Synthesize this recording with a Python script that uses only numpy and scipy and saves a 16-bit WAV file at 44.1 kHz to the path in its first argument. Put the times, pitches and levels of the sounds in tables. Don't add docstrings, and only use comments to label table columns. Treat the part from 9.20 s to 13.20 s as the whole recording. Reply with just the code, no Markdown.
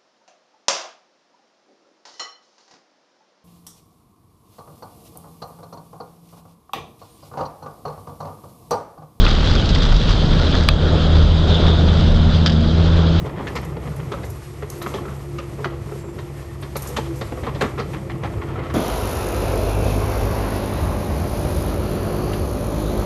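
import sys
import numpy as np
from scipy import signal
from scipy.fft import rfft, irfft
from scipy.io import wavfile
from scipy.ndimage import uniform_filter1d, minimum_filter1d

SR = 44100
rng = np.random.default_rng(int(sys.argv[2]) if len(sys.argv) > 2 else 0)


def dump_mix(stems):
    frames = np.atleast_2d(stems).T
    limited = np.clip(frames, -1, 1)
    pcm = np.round(limited * 32767).astype(np.int16)
    wavfile.write(sys.argv[1], SR, pcm)


N = 176400
T = np.arange(N) / SR
IMPACT_T = np.arange(SR // 8) / SR
STRIKE_S, WAVER_DB, WAVER_RAD = .0003, .5, .06


def amp(db):
    return 10 ** (np.asarray(db) / 20)


def unit(x):
    return x / np.sqrt(np.mean(x ** 2) + 1e-20)


def curve(points):
    return np.interp(T, *np.transpose(points))


def tint(x, spectrum):
    hz, db = np.transpose(spectrum)
    bins_hz = np.fft.rfftfreq(len(x), 1 / SR)
    gain = amp(np.interp(np.log(bins_hz + 1), np.log(hz), db))
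    return unit(irfft(rfft(x) * gain, len(x)))


def low_pass(x, hz, size):
    taps = signal.firwin(size, hz, window=("kaiser", 8), fs=SR)
    return signal.oaconvolve(np.pad(x, size // 2, "reflect", reflect_type="odd"), taps, "valid")


def drift(rate_hz):
    f = np.fft.rfftfreq(N, 1 / SR)
    return unit(irfft(rfft(rng.standard_normal(N)) * (f > 1) / (1 + (f / rate_hz) ** 4), N))


def add(mix, start_s, sound):
    part = mix[max(round(start_s * SR), 0):][:len(sound)]
    part += sound[:len(part)]


def pulse(start_s, rise_s):
    u = np.maximum(T - start_s, 0) / rise_s
    return u * np.exp(1 - u)


def ring(modes, ratio=1, spread=0):
    t = IMPACT_T
    tones = sum(amp(db - 60 * t / t60) * np.sin(2 * np.pi * (hz * ratio * t + spread * rng.random()))
                for hz, db, t60 in modes)
    return tones * np.minimum(t / STRIKE_S, 1)


def rush(levels, spectrum, flutter_db, patch_db):
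    frames = signal.stft(rng.standard_normal(N), nperseg=512, noverlap=384)[2]
    patches = uniform_filter1d(rng.standard_normal(frames.shape), size=7, axis=0)
    patches = unit(uniform_filter1d(patches, size=14, axis=1))
    noise = signal.istft(frames * amp(patch_db * patches), nperseg=512, noverlap=384)[1][:N]
    flutter = amp(flutter_db * drift(rate_hz=25))
    return amp(curve(levels)) * unit(tint(noise, spectrum) * flutter)


# time_s, rate_hz
FIRING_RATE = [(0, 72), (.5, 74.6), (1.0, 76.6), (1.3, 77.2), (2.0, 78.7), (2.6, 79.6), (3.4, 81.2),
               (4, 82.3)]
# time_s, level_db
DRONE_LEVEL = [(0, -27), (.6, -24.5), (1.03, -28), (1.2, -20), (1.55, -18.5), (1.9, -16.5), (2.02, -11.5),
               (2.2, -17), (2.58, -15), (3.3, -17), (3.7, -14.5), (4, -16)]
HUM_LEVEL = [(0, -34), (.3, -27), (1.2, -23.5), (1.5, -28), (1.7, -20.5), (2.5, -21.3), (3.4, -20),
             (4, -17.5)]
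# harmonic_number, gain_db
HUM_HARMONICS = [(2, 0), (4, -15)]


def engine():
    phase = 2 * np.pi * np.cumsum(curve(FIRING_RATE)) / SR
    harmonics = [(1, curve(DRONE_LEVEL))] + [(k, curve(HUM_LEVEL) + db) for k, db in HUM_HARMONICS]
    out = np.zeros(N)
    for k, db in harmonics:
        peak = np.sqrt(2) * amp(db + WAVER_DB * drift(rate_hz=8))
        out += peak * np.cos(k * phase + WAVER_RAD * drift(rate_hz=6.2))
    return out


# time_s, level_db
RUMBLE_LEVEL = [(0, -10), (.46, -17), (.77, -10.5), (.83, -23), (.91, -14.5), (1.27, -19), (1.35, -12),
                (1.45, -20), (1.92, -20), (1.98, -14), (2.29, -24.5), (2.97, -16), (3.21, -23.5),
                (4.0, -22)]
BOOM_LEVEL = [(0, -20), (1.25, -18.5), (1.6, -20.5), (2.8, -18.5), (3.7, -22.5)]
# frequency_hz, density_db
RUMBLE_SPECTRUM = [(8, -21), (20, -9), (33, -0.5), (46, -3), (60, -13.5), (90, -28.5), (200, -45),
                   (600, -90)]
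BOOM_SPECTRUM = [(40, -25), (65, -8.5), (90, 4.5), (112, -4.5), (140, -4.5), (190, -6.5), (260, -12),
                 (500, -57.5)]


def body_rumble():
    shake = dict(flutter_db=.86, patch_db=.14)
    return rush(RUMBLE_LEVEL, RUMBLE_SPECTRUM, **shake) + rush(BOOM_LEVEL, BOOM_SPECTRUM, **shake)


# time_s, level_db
ROAR_LEVEL = [(0, -25.5), (.8, -27), (1.1, -24.8), (1.37, -23.3), (1.55, -27.3), (1.7, -22.6),
              (1.98, -22.8), (2.1, -25.8), (2.42, -20.7), (2.7, -24), (2.96, -26.8), (3.12, -24.3),
              (3.42, -27.8), (3.72, -23.7), (4, -24.7)]
# frequency_hz, density_db
ROAR_SPECTRUM = [(120, -9.5), (280, -2), (450, -2), (600, -4.5), (800, -10.5), (1000, -14), (1450, -12.5),
                 (2000, -24), (2600, -27), (5000, -40), (10000, -80.5)]


def tyre_roar():
    return rush(ROAR_LEVEL, ROAR_SPECTRUM, flutter_db=.47, patch_db=1.17)


# time_s, level_db
HISS_LEVEL = [(0, -29.5), (1.35, -29.5), (1.58, -33.5), (1.78, -29.5), (2.0, -31), (2.2, -32), (2.33, -28),
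              (2.5, -32), (2.68, -30.5), (2.82, -31.5), (3.0, -33.5), (3.15, -31), (3.45, -34), (4, -31.5)]
# frequency_hz, density_db
HISS_SPECTRUM = [(800, -18), (2100, -16.5), (2600, -11.5), (2950, -6), (3250, 0), (3650, -1.5), (4000, -4),
                 (4350, -10), (4750, -8.5), (5500, -20), (6500, -23.5), (8000, -35), (9300, -50),
                 (10500, -58.5)]


def air_hiss():
    return rush(HISS_LEVEL, HISS_SPECTRUM, flutter_db=.91, patch_db=1.7)


# time_s, level_db
CHATTER_LEVEL = [(0, -28.5), (.5, -32.5), (1.4, -32), (1.53, -51), (1.8, -37.5), (2.1, -49), (2.8, -34.5),
                 (3.05, -41.5), (4, -40)]
# frequency_hz, density_db
CHATTER_SPECTRUM = [(400, -16.5), (900, 2.5), (1400, 4), (2600, -6.5), (3400, 0.5), (4800, -3),
                    (5500, -7.5), (8000, -27), (10000, -35.5), (12000, -65)]
# start_s, level_db
BUMPS = [(.325, -31), (.622, -30), (.714, -23.5), (.888, -29), (1.335, -29), (1.947, -31), (2.465, -29.5),
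         (2.79, -33), (3.13, -34)]


def trim_chatter(contacts_per_s=1100, spread_db=3, clump_db=1.8, t60_s=.008):
    sizes = amp(spread_db * np.minimum(rng.exponential(1, N), 4)) * rng.choice([-1, 1], N)
    impulses = sizes * (rng.random(N) < contacts_per_s / SR)
    contacts = signal.oaconvolve(impulses, amp(-60 * T[:SR // 32] / t60_s))[:N]
    grains = tint(contacts * rng.standard_normal(N), CHATTER_SPECTRUM)
    level = amp(curve(CHATTER_LEVEL)) * unit(amp(clump_db * drift(rate_hz=4.8)))
    for start_s, db in BUMPS:
        level = np.hypot(level, amp(db) * pulse(start_s, rise_s=.013))
    return grains * level


# start_s, level_db, pitch_ratio
TICKS = [(.065, -10.5, 1.04), (.078, -17, 0.77), (.424, -19, 1.2), (.560, -16, .8), (.656, -30, 1.4)]
# pitch_hz, gain_db, t60_s
TICK_MODES = [(1316, -1.5, 0.024), (2000, -7, .015), (2480, 0, 0.015)]


def plastic_ticks():
    out = np.zeros(N)
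    for start_s, db, ratio in TICKS:
        add(out, start_s, amp(db) * ring(TICK_MODES, ratio))
    return out


# pitch_hz, gain_db, t60_s
BODY_MODES = [(36, 21, .15), (85, 16, .12)]


def body_jolts():
    out = np.zeros(N)
    for start_s, db in BUMPS:
        add(out, start_s, amp(db) * ring(BODY_MODES))
    return out


# start_s, level_db
RATTLES = [(.456, -27), (.4904, -20), (.503, -25), (.5492, -21), (.6206, -27), (.632, -26), (.714, -25),
           (.741, -24.5), (.762, -19.5), (.8915, -21), (1.436, -28)]
# frequency_hz, density_db
RATTLE_SPECTRUM = [(2300, -9), (3600, 1), (4900, -1.5), (6500, -16), (8500, -30), (11000, -60)]


def dashboard_rattles(contacts_per_s=4000, t60_s=.06):
    out, t = np.zeros(N), IMPACT_T
    for start_s, db in RATTLES:
        contacts = rng.standard_normal(len(t)) * (rng.random(len(t)) < contacts_per_s / SR)
        add(out, start_s, tint(contacts, RATTLE_SPECTRUM) * amp(db - 60 * t / t60_s))
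    return out


# start_s, level_db
THUDS = [(.720, -22), (1.333, -24)]
# frequency_hz, density_db
THUD_SPECTRUM = [(150, -6), (620, 2), (900, -6), (1300, -14), (5000, -30), (10000, -82)]


def suspension_thuds():
    return sum(amp(db) * pulse(start_s, rise_s=.01) * tint(rng.standard_normal(N), THUD_SPECTRUM)
               for start_s, db in THUDS)


# frequency_hz, density_db
SNAP_SPECTRUM = [(500, -21), (1100, -4), (2400, 5), (4800, -14), (9000, -29), (12000, -41)]
# pitch_hz, gain_db, t60_s
CLICK_MODES = [(1200, -3.5, .017), (1700, -8, .012), (2250, 1, .0095), (2600, -16, .05), (3480, -2.5, .013),
               (4060, -.5, .011), (4660, -.5, .0096)]


def sharp_click(start_s=1.4877, level_db=-1.5, snap_db=-6, snap_t60_s=.012):
    out, t = np.zeros(N), IMPACT_T
    snap = tint(rng.standard_normal(len(t)), SNAP_SPECTRUM) * amp(snap_db - 60 * t / snap_t60_s)
    add(out, start_s, amp(level_db) * (ring(CLICK_MODES) + snap))
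    return out


# time_s, level_db
RASP_LEVEL = [(2.22, -60), (2.31, -30), (2.38, -33.5), (2.44, -32), (2.475, -28), (2.55, -31), (2.68, -50)]
# frequency_hz, density_db
RASP_SPECTRUM = [(2500, -38.5), (3150, -12.5), (3550, 0), (3750, -2), (4100, -18.5), (6000, -58)]


def air_rasp():
    return rush(RASP_LEVEL, RASP_SPECTRUM, flutter_db=.91, patch_db=1.7)


# time_s, level_db
CAVITY_LEVEL = [(2.72, -48), (2.88, -26), (3.06, -23.5), (3.27, -27.5), (3.4, -22.5), (3.6, -28),
                (3.76, -54)]


def tyre_cavity(pitch_hz=228):
    phase = 2 * np.pi * pitch_hz * T + WAVER_RAD * drift(rate_hz=5.8)
    return np.sqrt(2) * amp(curve(CAVITY_LEVEL)) * np.sin(phase)


# start_s, level_db
BOUNCES = [(3.2595, -18), (3.2610, -9), (3.2628, -11), (3.268, -15.5), (3.2722, -14.5), (3.278, -17.5),
           (3.286, -24), (3.296, -20), (3.301, -23), (3.321, -23), (3.329, -26)]
# pitch_hz, gain_db, t60_s
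LOOSE_MODES = [(1640, -4, .02), (3080, -6, .02), (3420, -4.5, .018), (4720, -6.5, .035), (5200, -10, .02)]
# frequency_hz, density_db
SCRAPE_SPECTRUM = [(300, -19), (800, -10), (1600, 1), (2200, -13), (3300, -1), (5100, -7), (6300, -15.5),
                   (10000, -39)]


def loose_part(scrape_db=-4.5, scrape_t60_s=.024):
    out, t = np.zeros(N), IMPACT_T
    scrape_envelope = amp(scrape_db - 60 * t / scrape_t60_s) * np.minimum(t / STRIKE_S, 1)
    for start_s, db in BOUNCES:
        scrape = tint(rng.standard_normal(len(t)), SCRAPE_SPECTRUM) * scrape_envelope
        tones = ring(LOOSE_MODES, ratio=rng.uniform(.933, 1.05), spread=.88)
        add(out, start_s, amp(db) * (tones + scrape))
    return out


def scene():
    steady = engine() + body_rumble() + tyre_roar() + air_hiss() + trim_chatter()
    early = plastic_ticks() + body_jolts() + dashboard_rattles() + suspension_thuds()
    later = sharp_click() + air_rasp() + tyre_cavity() + loose_part()
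    return (steady + early + later)[None]


def record(dry, limit_db=-1.5, recover_db_per_s=45):
    x = low_pass(dry[0], hz=9000, size=61)
    lows = uniform_filter1d(x, size=24)
    over_db = np.maximum(20 * np.log10(abs(lows) + 1e-9) - limit_db, 0)
    ahead_db = -minimum_filter1d(-over_db, size=200)
    recovery_db = T * recover_db_per_s
    held_db = np.maximum.accumulate(ahead_db + recovery_db) - recovery_db
    duck_db = uniform_filter1d(held_db, size=200)
    clipped = np.clip(x * amp(-duck_db), -1, 1)
    return low_pass(clipped, hz=15800, size=511)[None]


dry = scene()
out = record(dry)
dump_mix(out)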